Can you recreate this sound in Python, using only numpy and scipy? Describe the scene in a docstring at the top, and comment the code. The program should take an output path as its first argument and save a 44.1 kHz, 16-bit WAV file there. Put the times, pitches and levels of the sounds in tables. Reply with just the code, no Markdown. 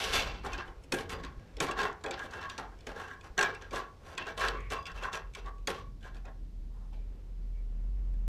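"""A cat stretches up a wooden bed post in a small tiled room and drags its claws down it.
From the start, filtered noise makes a soft room rumble, and a wavering sine hums in short swells.
Claws scrape (shaped noise) and snap free (short noise bursts); the post rings and the tiles echo.
From about 4.5 s a few faint breathy tones and soft rubs join in: noise through a ringing filter.
After about 5.3 s the hum stays and grows; the claws turn sparse, snap loudly near 5.7 s, then go faint."""
import sys
import numpy as np
from scipy import signal
from scipy.io import wavfile

SR = 44100
rng = np.random.default_rng(int(sys.argv[2]) if len(sys.argv) > 2 else 0)


def log_audio(samples):
    """Write samples as a 16-bit WAV file to the path given in sys.argv[1]."""
    # one column per channel
    frames = np.atleast_2d(samples).T
    # limit to full scale, then quantise
    limited = np.clip(frames, -1, 1)
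    pcm = np.round(limited * 32767).astype(np.int16)
    wavfile.write(sys.argv[1], SR, pcm)


N = 365128   # length in samples, about 8.3 s


def from_db(db):
    """Turn decibels into a gain to multiply by."""
    return 10 ** (np.asarray(db) / 20)


def rms_one(x):
    """Scale a sound so its average strength (rms) is 1."""
    return x / np.sqrt(np.mean(x ** 2) + 1e-20)


def in_time(rows):
    """Draw straight lines between the rows of a table: one curve a column, one value a sample."""
    s, *columns = np.transpose(rows)
    return [np.interp(np.arange(N) / SR, s, column, right=column[-1]) for column in columns]


def at_hz(points, hz):
    """Read a spectrum at a frequency, with frequency on a log scale."""
    table_hz, values = np.array(points).T
    return np.interp(np.log(hz), np.log(table_hz), values)


def drift(rate_hz):
    """Slow random wandering of rms 1: smoothed noise, made at every 40th sample and joined by lines."""
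    r = np.exp(-2 * np.pi * rate_hz * 40 / SR)
    noise = rng.standard_normal(N // 40 + 2002)
    slow = signal.lfilter([1], [1, -2 * r, r * r], noise)[2000:]   # skip the filter's start-up
    return np.interp(np.arange(N) / 40, np.arange(len(slow)), rms_one(slow))


# half-octave steps upward from 16 Hz
BAND_EDGES_HZ = 16 * 2 ** np.arange(0, 10.1, .5)


def bands(x, low_hz=0, high_hz=SR):
    """Split x into half-octave bands; signs alternate so that neighbours join without a notch."""
    for k, (low, high) in enumerate(zip(BAND_EDGES_HZ, BAND_EDGES_HZ[1:])):
        if low_hz < low < high_hz:
            sos = signal.butter(2, [low, high], "band", fs=SR, output="sos")
            yield np.sqrt(low * high), (-1) ** k * signal.sosfilt(sos, x)


def colour(x, spectrum, low_hz, high_hz):
    """Give x the part of a spectrum between two edges; white noise keeps about its rms."""
    power, out = 0, 0
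    for hz, band in bands(x, low_hz, high_hz):
        level_db = at_hz(spectrum, hz)
        power += from_db(2 * level_db) * hz / SR
        out = out + from_db(level_db) * band
    return out / np.sqrt(power)


def ring(force, hz, t60_s):
    """Let a force shake a resonance: a unit click starts a sine of height 1 that dies away."""
    r, w = from_db(-60 / (t60_s * SR)), 2 * np.pi * hz / SR
    return signal.lfilter([0, np.sin(w)], [1, -2 * r * np.cos(w), r * r], force + 1e-18)


# tone of the room air, relative within each part: (pitch_hz, level_db per Hz)
AIR_SPECTRUM = [(8.8, -33), (15, -4.5), (33, -10), (55, -3.5), (70, -6), (94, -11), (199, -16.5),
                (463, -34), (759, -45), (985, -39.5), (1140, -47), (1570, -49.5), (5320, -53), (8460, -62),
                (15600, -86)]
# loudness of the rumble before a fixed lift: (time_s, level_db)
RUMBLE_LEVEL = [(0, -51.5), (.25, -45.5), (.8, -59.5), (1.15, -50), (1.6, -59), (2.5, -58.5), (3.2, -58.5),
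                (4.2, -60.5), (4.6, -54), (5.2, -58), (6.1, -54), (7.49, -54.5), (8.28, -50)]
# loudness of the middle of the room air: (time_s, level_db)
MURMUR_LEVEL = [(0, -62), (3, -63), (6.3, -70.5), (6.8, -70.5), (7.2, -69.5), (7.7, -68), (8.2, -66)]
# loudness of the top of the room air: (time_s, level_db)
HISS_LEVEL = [(0, -76), (3, -73.5), (6.3, -78.5), (7.6, -78.5), (8.2, -79)]


def air():
    """Room air as filtered noise: patchy rumble below, a murmur in the middle, smooth hiss above."""
    white = rng.standard_normal(N)
    rumble = 0
    for hz, band in bands(white, 0, 350):
        rumble = rumble + from_db(at_hz(AIR_SPECTRUM, hz) + 1.77 * drift(2.2)) * band
    rumble = from_db(in_time(RUMBLE_LEVEL)[0] + 3.5) * rms_one(rumble)
    murmur_db = in_time(MURMUR_LEVEL)[0] + 0.84 * drift(4.1)
    murmur = from_db(murmur_db) * colour(white, AIR_SPECTRUM, 350, 2800)
    hiss = from_db(in_time(HISS_LEVEL)[0]) * colour(white, AIR_SPECTRUM, 2800, SR)
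    return rumble + murmur + hiss


# lasting part of the hum, which stays and grows after the swells: (time_s, level_db)
HUM_LEVEL = [(0, -86), (5.33, -63), (5.45, -39), (5.56, -46), (5.63, -37.5), (5.68, -58.5), (5.9, -43.5),
             (6.09, -50), (6.13, -40.5), (6.37, -46), (6.43, -39), (6.52, -48), (6.57, -40), (6.87, -41.5),
             (7.03, -36.5), (7.19, -45.5), (7.43, -37), (8.21, -31), (8.28, -29.5)]
# short swells that come first: (middle_s, length_s, level_db)
HUM_SWELLS = [(0.088, 0.19, -55), (0.338, 0.24, -43), (0.551, 0.072, -39), (0.699, 0.044, -45),
              (0.79, 0.078, -45), (1.214, 0.25, -45.5), (1.383, 0.026, -37), (1.57, 0.062, -42),
              (1.776, 0.18, -48), (2.162, 0.13, -59), (2.702, 0.24, -49.5), (2.91, 0.09, -47),
              (3.314, 0.034, -44), (3.723, 0.26, -49.5), (4.558, 0.48, -41), (4.99, 0.18, -43),
              (5.266, 0.12, -42)]
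# middle of the wavering pitch: (time_s, pitch_hz)
HUM_PITCH = [(0, 48), (2.5, 47.4), (3.7, 43), (4.5, 44.5), (5.2, 42.3), (5.9, 40.6), (7.2, 41.1),
             (7.5, 42.4), (8.28, 42.6)]


def hum():
    """A low sine whose pitch wavers, and a faint steadier sine above it."""
    t = np.arange(N) / SR
    size = from_db(in_time(HUM_LEVEL)[0])
    for middle, length, level_db in HUM_SWELLS:
        size = size + from_db(level_db) * np.cos(np.pi * np.clip((t - middle) / length, -.5, .5))
    pitch_hz = in_time(HUM_PITCH)[0] + 1.552 * drift(3.46)
    lower = np.sqrt(2) * size * np.sin(2 * np.pi * np.cumsum(pitch_hz) / SR)
    upper_size = from_db(-61.0 + 2.6 * drift(1.5))
    upper_hz = 88.5 + 0.6 * drift(0.84)
    return lower + upper_size * np.sin(2 * np.pi * np.cumsum(upper_hz) / SR)


# claw drags, with levels before the mix: (start_s, rise_s, hold_s, fade_t60_ms before the fade shares,
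# rasp_db, sizzle_db, scrape_db, low_grind_db, lower_ring_db, upper_ring_db)
DRAGS = [(0.0, 0.00049, 0.064, 1200, -37.5, -51, -37, -38, -45, -41),
         (0.113, 0.024, 0.033, 560, -31.5, -44, -36.5, -35, -55, -35),
         (0.198, 0.011, 0.064, 370, -73, -68, -49, -42.5, -53, -68),
         (0.43, 0.019, 0.02, 340, -52.5, -61.5, -37, -43, -79, -72),
         (0.487, 0.045, 0.02, 210, -49.5, -67, -48, -50, -45, -36),
         (0.567, 0.017, 0.022, 250, -49.5, -89, -38.5, -70, -70, -37),
         (0.633, 0.027, 0.032, 330, -68, -78, -53.5, -58, -55, -80),
         (0.811, 0.024, 0.012, 200, -87, -73, -73, -74, -80, -85),
         (0.918, 0.0034, 0.017, 510, -46, -48, -43.5, -33.5, -47.5, -32),
         (0.96, 0.026, 0.029, 240, -51.5, -61, -47, -53, -59, -51),
         (1.089, 0.0056, 0.034, 260, -45.5, -56.5, -40, -56, -44, -64),
         (1.112, 0.015, 0.016, 380, -74, -83, -48.0, -46.5, -60, -68),
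         (1.175, 0.015, 0.017, 260, -67, -85, -66, -52, -49, -70),
         (1.226, 0.0069, 0.026, 370, -55.5, -85, -47, -69, -46, -58),
         (1.363, 0.025, 0.16, 250.0, -78, -98, -75, -78, -80, -65),
         (1.576, 0.0045, 0.026, 280, -62, -91, -57, -54, -81, -75),
         (1.597, 0.0091, 0.036, 400, -42, -50.5, -36, -39, -44, -46),
         (1.662, 0.025, 0.037, 480, -55, -84, -43, -62, -34, -42),
         (1.756, 0.03, 0.023, 310, -41, -58.5, -31, -38, -34, -33),
         (1.803, 0.014, 0.048, 330, -51, -62.5, -35, -37.5, -32, -46),
         (2.045, 0.012, 0.027, 320, -57.5, -73, -40.5, -34, -58, -52),
         (2.103, 0.0063, 0.033, 300, -48, -80, -45, -46, -63, -44),
         (2.163, 0.027, 0.028, 370, -61, -69, -51, -50, -52, -32.5),
         (2.223, 0.015, 0.023, 230, -60, -69, -58, -43.5, -63, -56),
         (2.286, 0.052, 0.037, 280, -54.5, -68, -42.5, -46, -58, -42),
         (2.397, 0.014, 0.049, 210, -55.5, -77, -44, -64, -42, -38.5),
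         (2.488, 0.005, 0.015, 560, -54, -71, -49, -62, -54, -42.5),
         (2.578, 0.0026, 0.016, 380, -54, -66, -39.5, -39.5, -73, -78),
         (2.765, 0.037, 0.032, 250.0, -74, -90, -72, -67, -84, -67),
         (2.863, 0.0038, 0.035, 450, -55.5, -68, -46, -42.5, -61, -48),
         (2.941, 0.026, 0.073, 530, -58.5, -70, -46.5, -51, -47, -43),
         (3.065, 0.013, 0.059, 300, -68, -78, -56, -72.5, -51, -40.5),
         (3.22, 0.023, 0.034, 89, -63.5, -73, -50, -74, -61, -53),
         (3.367, 0.021, 0.027, 430, -48, -54, -30, -28.5, -33.5, -23),
         (3.404, 0.021, 0.016, 480, -44, -67, -47.5, -52, -43, -28.5),
         (3.537, 0.0037, 0.008, 170, -59, -85, -51, -70, -63, -56),
         (3.606, 0.0084, 0.012, 410, -58.5, -76.0, -51, -55, -67.0, -40.5),
         (3.699, 0.043, 0.044, 360, -47, -59, -37, -39, -37, -44),
         (3.975, 0.11, 0.049, 310, -60.5, -70.5, -48.5, -47.5, -53.5, -72),
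         (4.168, 0.0059, 0.039, 500, -51, -87, -44, -46, -44, -48),
         (4.259, 0.0096, 0.039, 240, -54.5, -70, -47, -42, -56, -35),
         (4.364, 0.014, 0.023, 180, -48, -56.5, -39.5, -34.5, -39, -67),
         (4.404, 0.011, 0.073, 340, -43, -58.5, -34.5, -39, -46, -31),
         (4.521, 0.015, 0.026, 360, -63, -91, -51, -55, -38, -65),
         (4.687, 0.035, 0.012, 275, -46, -56, -45, -37, -39, -58),
         (4.741, 0.017, 0.0068, 130, -54, -84, -51, -72, -32.5, -74),
         (4.861, 0.0033, 0.0083, 240, -52, -82, -43, -77, -41.5, -44),
         (4.88, 0.014, 0.0089, 320, -68, -89, -69, -66, -66, -38),
         (4.926, 0.035, 0.028, 280, -54, -68.5, -46.5, -48.5, -70, -57),
         (4.994, 0.04, 0.034, 230, -55, -67, -35, -59, -35.5, -78),
         (5.111, 0.029, 0.025, 310, -49, -60, -39.5, -53, -45, -39),
         (5.362, 0.0057, 0.02, 280, -55.5, -71, -50.5, -51, -69, -78),
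         (5.426, 0.041, 0.025, 140, -66, -78.0, -48, -61, -45, -80),
         (5.681, 0.0013, 0.018, 310, -43, -53, -36, -42.5, -45, -78),
         (5.718, 0.023, 0.049, 370, -59, -72, -64, -54, -49, -74),
         (5.998, 0.046, 0.021, 420, -61, -73, -61, -49.5, -64, -41.5),
         (6.132, 0.018, 0.026, 290, -68, -77, -59.5, -58, -62, -65),
         (6.241, 0.011, 0.043, 98, -69, -89, -51.5, -46.5, -55.5, -57),
         (6.68, 0.074, 0.16, 210, -89, -90.5, -80, -72, -81, -92),
         (6.926, 0.0058, 0.029, 710, -73.5, -92, -71, -60, -89, -90)]
# speed of the fade in each level column, as a multiple of the drag's own; sizzle dies fastest
FADE_SHARE = [1.54, 2.8, 1.31, 1.51, 1.66, 2.1]


def drags():
    """One loudness curve for each level column: every drag rises, holds and dies away."""
    out, t = np.zeros((len(FADE_SHARE), N + SR)), np.arange(SR // 2) / SR
    for start_s, rise, hold, fade_ms, *levels_db in DRAGS:
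        fading_s = np.maximum(t - rise - hold, 0)
        faded_db = np.outer(FADE_SHARE, 60 / (fade_ms / 1000) * fading_s)
        attack = np.minimum(t / max(rise, .001), 1) ** 2
        start = int(start_s * SR)
        out[:, start:start + len(t)] += attack * from_db(np.c_[levels_db] - faded_db)
    return out[:, :N]


CATCHES_PER_S, CATCH_MS, CATCH_DEPTH = 100, 2.5, 1.05


def catches():
    """Claws catch and let go at random while they drag: short jumps in force that die away."""
    jolts = (rng.random(N) < CATCHES_PER_S / SR) * rng.random(N)
    r = np.exp(-1000 / (CATCH_MS * SR))
    return rms_one(1 + CATCH_DEPTH * signal.lfilter([1], [1, -r], jolts))


def fibres(per_s, spread_db, clump_db):
    """Wood fibres break at random, in clumps, with uneven force: clicks of rms 1."""
    sizes = from_db(spread_db * np.minimum(rng.exponential(1, N), 4)) * rng.choice([-1, 1], N)
    breaks = rng.random(N) < per_s / SR
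    return rms_one(sizes * breaks * from_db(clump_db * drift(30)))


# ringing tones of the post: (pitch_hz, level_db before the mix, t60_s before the cap below)
POST_MODES = [(284, -7.5, 0.089), (317, -1.5, 0.08), (362, -3, .1), (419, -3, 0.083), (467, 3, 0.07),
              (609, -3.5, 0.076), (708, -7, .1), (784, -3, 0.18), (859, -7.5, .08), (1043, -17, .08),
              (1102, 3.5, 0.23), (1131.3, 7, 0.1), (1450, -24, 0.067), (1490, -13, .1),
              (1577, -10.5, 0.085), (1616.5, 3.5, 0.16), (1650, -16.5, 0.15), (1726, -31.5, .08),
              (2000, -23.5, 0.074), (2320, -7, 0.12), (2697, -3, 0.049), (3033, -23, 0.074),
              (3422, -2, 0.047), (3886, -5, 0.011), (3820, -17.5, .05), (3940, -24, 0.042),
              (4840, -3, 0.027), (5830, -10, 0.039), (5910, -27.5, 0.046)]
LONGEST_RING_S = .075   # longest ring allowed for any mode
FLUTTER_DB, FLUTTER_HZ = 4, 22   # random flutter in the level of the ring


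def post_ring(groups):
    """The wooden post rings at its own pitches; each mode is shaken by the force of its group."""
    out = np.zeros(N)
    for hz, level_db, t60_s in POST_MODES:
        force = next(force for top_hz, force in groups if hz < top_hz)
        wander = from_db(2 * drift(5) + 2 * drift(25))
        flutter = from_db(np.minimum(FLUTTER_DB * drift(FLUTTER_HZ), 3))
        out += flutter * ring(from_db(level_db - 35.5) * wander * force, hz, min(t60_s, LONGEST_RING_S))
    return out


# claws snapping free, with levels and decay before the mix and stretch:
# (time_s, crack_db, post_knock_db, low_thud_db, decay_ms)
SNAPS = [(0.1356, -42, -44, -56, 4.7), (0.338, -48, -67, -65, 2.2), (0.4417, -42, -28, -35, 0.46),
         (0.464, -33.5, -50, -60, 3), (0.5315, -34, -26.5, -39, 7.5), (0.579, -31.5, -41, -42, 3.1),
         (0.677, -46.5, -43, -49, 4.7), (0.836, -46, -74, -57, 7.7), (0.922, -13, -13.5, -28.5, 3),
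         (0.987, -28, -25, -62, 2.4), (1.095, -23, -63, -58.5, 1.6), (1.2074, -55, -39, -49, 8.3),
         (1.236, -34, -28.5, -41, 3.2), (1.2473, -31.5, -58, -66, 4.7), (1.396, -44.5, -43, -72, 2.2),
         (1.4746, -56, -61, -72, 4), (1.537, -53, -65, -70, 3.4), (1.5676, -33, -66, -37, 4.3),
         (1.6023, -15, -17.5, -21.5, 4.9), (1.6834, -34, -43, -42, 7.4), (1.711, -29.5, -29, -35, 7.4),
         (1.7724, -49, -40, -54, 3.1), (1.788, -34.5, -54, -53, 29), (1.816, -28.5, -15, -60, 2.6),
         (1.8306, -29, -40, -60, 5.6), (1.927, -43, -55, -65, 4), (2.0109, -53, -65, -63, 5.5),
         (2.038, -31, -21, -28.5, 5.9), (2.0612, -31, -48, -46, 4.6), (2.109, -25, -34, -40, 4.2),
         (2.1917, -38.5, -23.5, -70, 9.2), (2.25, -53, -51, -64, 3), (2.309, -40.5, -59, -67, 10),
         (2.336, -42, -42, -57, 7.1), (2.385, -52, -45, -65, 2.8), (2.412, -40, -27, -70, 5.9),
         (2.428, -38, -40, -65, 3), (2.4973, -28.5, -48, -53, 4.9), (2.579, -31, -57, -57, 6.6),
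         (2.7146, -63, -40, -58, 5.9), (2.788, -50, -65, -73, 2.9), (2.806, -47.5, -64, -63, 5),
         (2.8678, -32, -63, -36, 5.7), (2.905, -52, -55, -65, 3), (2.9603, -41.5, -52, -57, 5.1),
         (3.027, -57, -60, -63, 3), (3.082, -45.5, -37, -61, 4.2), (3.2097, -43.5, -57, -49.5, 5.2),
         (3.242, -48, -58, -49, 11), (3.3779, -21, -21.5, -47, 4.5), (3.3894, -18, -32, -50, 6.1),
         (3.4106, -15.5, -41, -60, 2.9), (3.427, -19.5, -39.5, -60, 6.3), (3.5485, -35, -48.5, -61, 3.8),
         (3.621, -36.5, -48, -49, 2.9), (3.708, -42, -63, -39, 9.5), (3.7332, -31, -54, -21, 1.8),
         (3.758, -26, -18, -63, 4.1), (4.063, -50, -51, -51, 4.4), (4.15, -42, -56, -58, 3.5),
         (4.178, -24, -22, -55, 5.4), (4.257, -41, -60, -65, 3.6), (4.2685, -28, -12, -68, 2),
         (4.3762, -27, -54.5, -61, 3.9), (4.396, -30, -24, -60, 4), (4.4057, -26, -63, -58, 5.1),
         (4.435, -36, -10.5, -60, 5.1), (4.448, -36, -27, -60, 1.8), (4.46, -30, -40, -60, 1.3),
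         (4.476, -25, -45, -60, 2.5), (4.4834, -17, -24, -55, 2.7), (4.604, -45, -69, -54, 5),
         (4.7013, -35, -28, -34.5, 17), (4.72, -31.5, -26.5, -60, 9.8), (4.779, -45, -48, -68, 3.3),
         (4.827, -42, -60, -70, 2.8), (4.855, -36.5, -53, -85, 4.6), (4.867, -31, -51, -70, 3),
         (4.916, -42, -39, -67, 4.1), (4.9822, -47, -53, -66, 4), (5.024, -42, -60, -32, 6.3),
         (5.035, -31.5, -54, -48, 3.7), (5.129, -33.5, -50, -34.5, 11), (5.147, -41, -53, -60, 3.6),
         (5.336, -43, -47, -67, 6), (5.349, -29, -33.5, -70, 6.4), (5.459, -48, -48, -51, 7.6),
         (5.582, -52.5, -70, -57, 3.1), (5.672, -14.5, -15, -26, 4.6), (6.008, -55, -79, -70, 6.7),
         (6.0274, -51, -55, -66, 7.3), (6.041, -52, -39, -56, 2.8), (6.0605, -57, -28.5, -65, 5.3),
         (6.145, -49, -61, -63, 3.3), (6.1665, -49, -53, -66.5, 3.3), (6.2525, -46.5, -55.5, -66, 5),
         (6.93, -54, -52, -72, 4.3), (8.137, -55, -47, -44, 2.1)]


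def bursts(levels_db, stretch, rise_ms):
    """Loudness curve that rises at each snap and dies away; stretch lengthens or shortens the decay."""
    out = np.zeros(N)
    for (s, *_, decay_ms), level_db in zip(SNAPS, levels_db):
        decay = max(stretch * decay_ms, .5) * SR / 1000   # in samples
        start, step = int(s * SR), np.arange(int(8 * decay))
        shape = np.exp(-step / decay) * (1 - np.exp(-step / (rise_ms * SR / 1000)))
        out[start:start + len(shape)] += from_db(level_db) * shape
    return out


# claw tips: range of pitches, ring length in cycles, level trim, random change from snap to snap
TIP_HZ, TIP_CYCLES, TIP_DB, TIP_SPREAD_DB = (2388, 7540), 67, -33, 7.5


def claw_tips(splinter):
    """Each snap sets short high rings going, with a new random balance every time."""
    pitches = np.geomspace(*TIP_HZ, 16) * rng.uniform(.97, 1.03, 16)
    share_db = np.minimum(TIP_SPREAD_DB * rng.standard_normal((len(SNAPS), 16)), 10)
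    crack_db = np.transpose(SNAPS)[1] + TIP_DB
    rings = np.zeros(N)
    for k, hz in enumerate(pitches):
        level_db = crack_db + share_db[:, k] - 4 * np.log2(hz / 2400)   # higher tips are softer
        force = splinter * bursts(level_db, stretch=0.7, rise_ms=0.62)
        rings += ring(force, hz, TIP_CYCLES / hz)
    return signal.sosfilt(signal.butter(4, [2000, 8500], "band", fs=SR, output="sos"), rings)


# tone of splintering fibres, relative within each part: (pitch_hz, level_db per Hz)
RASP_SPECTRUM = [(88, -44), (150, -27.5), (269, -39.5), (463, 41), (620, 32.5), (931, 4.5), (1090, 20),
                 (1320, 3.5), (1640, 5.5), (1990, -0.5), (6010, -10), (12100, -10), (15600, -44.5)]
# ring colour of the post over time, as the level of each group of modes (deep also sets the low thud noise):
# (time_s, deep_db, boxy_db, hollow_db, hard_db, bright_db, sharp_db, thin_db)
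RING_COLOUR = [(0.06, -2, -1.5, 0, 6, -15, -3, 3), (0.18, 6, -5, -3, -4, 3.5, 12, -10),
               (0.34, 7, -1, -5.5, -12, 2, 9, -4.5), (0.47, -1, 15, 12, 14, 3, 7, -4.5),
               (0.58, 11, -11.5, -1.5, 2, 3.5, -2, -15), (0.78, 16.5, -4, 6.5, 8, -17, 2, -3.0),
               (1.0, 14.5, 7, 3, 5, -5, -5, -20), (1.16, 13.5, 10, -14, -2, -12, 16, -18),
               (1.31, 12, -8, 0, 1.0, -12, 7, -6), (1.5, -5, 3, 13, -6, 7, 0, -8.0),
               (1.64, 14, 12.5, 6.5, 3.5, -27, -2.5, -8), (1.72, 2, -1, 12.5, 6, -7.5, 2.5, -9),
               (1.83, -12, 3.5, 0, -2, 5, 1, -27), (1.97, -2, 2, 12.5, -8, 9, 2, -4.5),
               (2.07, -3, 5.5, 1, -4, -4.5, 5, 1), (2.14, 14, -10, 7.5, -3, -10, -7, 5),
               (2.24, 13, -5, 6, 8, -1, -1, 0), (2.35, 5, 8.5, -4, 4, 12, -6, 4),
               (2.45, -1.0, 5, -3, 6, 8, 4, -4), (2.53, 2.0, 14, 0, 1, -23, 6, 14),
               (2.63, 8, -2, 7.5, 9, -2, -7, -1), (2.78, 17, 0, 4.0, 4, -8, -3, 1.0),
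               (2.91, 3, 1, 4.5, 5, -6, 2, -3), (3.01, 5.5, 6.5, 1, -5, 6, 8, 13),
               (3.13, 8.5, 6.5, -4, 19, 3, -1, 12.5), (3.29, 6, -7, 9, -9, -12, 14.5, 16.5),
               (3.41, -24, -22.5, 11, 7, -19, -8, 11), (3.5, -11, 5.5, 4.5, 16, 5, -8, -1.5),
               (3.62, -1, 7.5, -2, -5.5, 11, 1, 15), (3.78, -11, 1.5, 2, 4, -2, 4, 3),
               (3.95, 5, 3, -1, 1.0, -3, 12, 15), (4.11, 12, -7, -8, -23, 1, 9, 6),
               (4.21, 16, -9, -20, 3, 19, -8, -19), (4.31, 2, -5, 9, 20, -1, 1, 7.5),
               (4.44, -14, 3, -17, -14, 3, -21, 0), (4.6, -5, 21, -13, 4, 8, -11, -14),
               (4.73, -2, -8, 7, -8, 7, -9, 1.0), (4.81, -8.0, -14, 5, 2.0, 19, 31, 12),
               (4.89, -2.0, 9, -15, -3.0, 12, 17, 4), (4.98, -9.0, 9.5, -2, 8, 10.5, 4, 1),
               (5.07, -19, 3, -15, 10, 15.5, 8, 12), (5.19, -14, 0, -4, -3, 1, -3, 20),
               (5.29, 1.5, 20, -3.0, -3, 20, 4, 3), (5.39, 9, 12, 0, -4, 3, -12, 17),
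               (5.55, -14, 16.5, 10, -6, 7, 3, -5), (5.72, -40, 14, 2, -2, -14.5, -4, 3),
               (5.89, 0, 3, 0, 12, -19, 3, 15), (6.07, 12, -20, -1, 14, -4, 7, -1),
               (6.19, 15, -27, 3, -5.0, -3, 5, -7), (6.32, -1, -17, 9, -11, 2, 3, -5),
               (6.55, 0.5, -6.5, 0, 4, -2.0, 4, 2), (6.81, -1, -9, 20, 2.5, -1.0, -1.5, 2.0),
               (7.01, 7, -4, 4, -6.5, 1.5, 1.0, -3.5)]


def claws():
    """Snaps and drags tear fibres: a broad rasp, and a force that drives the modes of the post."""
    tearing = fibres(per_s=6000, spread_db=2.0, clump_db=0.66)
    rasp, sizzle, scrape, grind, lower, upper = tearing * drags()
    caught = catches()
    rasp, sizzle, scrape = rasp * caught, sizzle * caught, scrape * caught
    lower, upper = lower * caught, upper * caught

    # a snap is a dense burst of breaks; its low sound builds later and lasts longer
    splinter = rng.standard_normal(N)
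    crack_db, knock_db, thud_db = np.transpose(SNAPS)[1:4]
    crack = splinter * bursts(crack_db - 12, stretch=0.65, rise_ms=0.68)
    knock = splinter * bursts(knock_db - 12, stretch=2.22, rise_ms=6.9)
    thud = splinter * bursts(thud_db - 6.5, stretch=3.2, rise_ms=5.9)
    low = thud + from_db(-4.5) * grind
    deep, boxy, hollow, hard, bright, sharp, thin = from_db(in_time(RING_COLOUR))

    # the broad noise of tearing, from low to high
    out = from_db(-9) * colour(deep * thud, RASP_SPECTRUM, 100, 300)
    high_pass = signal.butter(4, 370, "high", fs=SR, output="sos")
    out += from_db(-3) * signal.sosfilt(high_pass, colour(low, RASP_SPECTRUM, 300, 700))
    out += colour(knock + from_db(-5) * scrape, RASP_SPECTRUM, 700, 2000)
    out += from_db(-1.5) * colour(from_db(-12) * crack + rasp, RASP_SPECTRUM, 2000, 5500)
    out += colour(from_db(-12.5) * crack + sizzle, RASP_SPECTRUM, 5500, SR)

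    # each group of modes is driven by its own force: (top pitch in Hz, force)
    groups = [(400, deep * (thud + from_db(-15) * grind)),
              (500, boxy * low),
              (1000, hollow * from_db(-8.5) * (low + scrape)),
              (1250, knock + lower),
              (2000, knock + upper),
              (2400, hard * from_db(4) * (crack + rasp)),
              (3200, bright * from_db(4) * (crack + rasp)),
              (5000, sharp * (crack + from_db(-4) * rasp)),
              (SR, thin * (from_db(9) * crack + rasp))]
    return out + claw_tips(splinter) + post_ring(groups)


# how long the tiled room echoes: (pitch_hz, t60_s)
TILES = [(150, 0.5), (500, 0.37), (1500, 0.33), (4000, 0.082), (10000, 0.042), (16000, 0.27)]
TILES_DB = -12


def tiles(x):
    """Dense echoes: noise that builds in a few ms and dies band by band."""
    t = np.arange(int(.6 * SR)) / SR
    tail = np.zeros(len(t))
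    for hz, band in bands(rng.standard_normal(len(t))):
        tail += band * from_db(-60 * t / at_hz(TILES, hz))
    tail *= 1 - np.exp(-(t / 0.0031) ** 2)
    return signal.fftconvolve(x, tail / np.sqrt(np.sum(tail ** 2)))[:N]


# faint breathy ringing tones and soft rubs: (start_s, length_s, pitch_hz, ring_t60_ms, level_db)
BREATHY_TONES = [(4.488, 0.25, 2220, 9.2, -54.5), (6.673, 0.27, 1000, 6.7, -69),
                 (6.919, 0.029, 910, 8.4, -60.5), (6.922, 0.035, 2800, 3.2, -65.5),
                 (6.924, 0.076, 4000, 2.5, -78), (6.929, 0.15, 2340, 16, -78), (7.52, 0.11, 2250, 17, -72)]


def breathy_tones():
    """Noise through a resonance that holds its pitch; a short ring makes a wide, soft rub."""
    out, noise = np.zeros(N), rng.standard_normal(N)
    for start_s, length_s, hz, ring_ms, level_db in BREATHY_TONES:
        start, count = int(start_s * SR), int(length_s * SR)
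        tone = rms_one(ring(noise, hz, ring_ms / 1000))[start:start + count]
        out[start:start + count] += from_db(level_db) * np.sqrt(np.hanning(count)) * tone
    return out


def scene():
    """Claws and breathy tones near by, their echo, the hum and the air."""
    post = claws() + breathy_tones()
    return (post + from_db(TILES_DB) * tiles(post) + hum() + air())[None]


MICROPHONE_HISS_DB, CUTOFF_HZ = -81.5, 16400


def record(dry):
    """The microphone adds its own even hiss; a steep filter cuts the top."""
    noisy = dry + from_db(MICROPHONE_HISS_DB) * rng.standard_normal(N)
    return signal.sosfilt(signal.cheby2(12, 70, CUTOFF_HZ, fs=SR, output="sos"), noisy)


dry = scene()
out = record(dry)
log_audio(out)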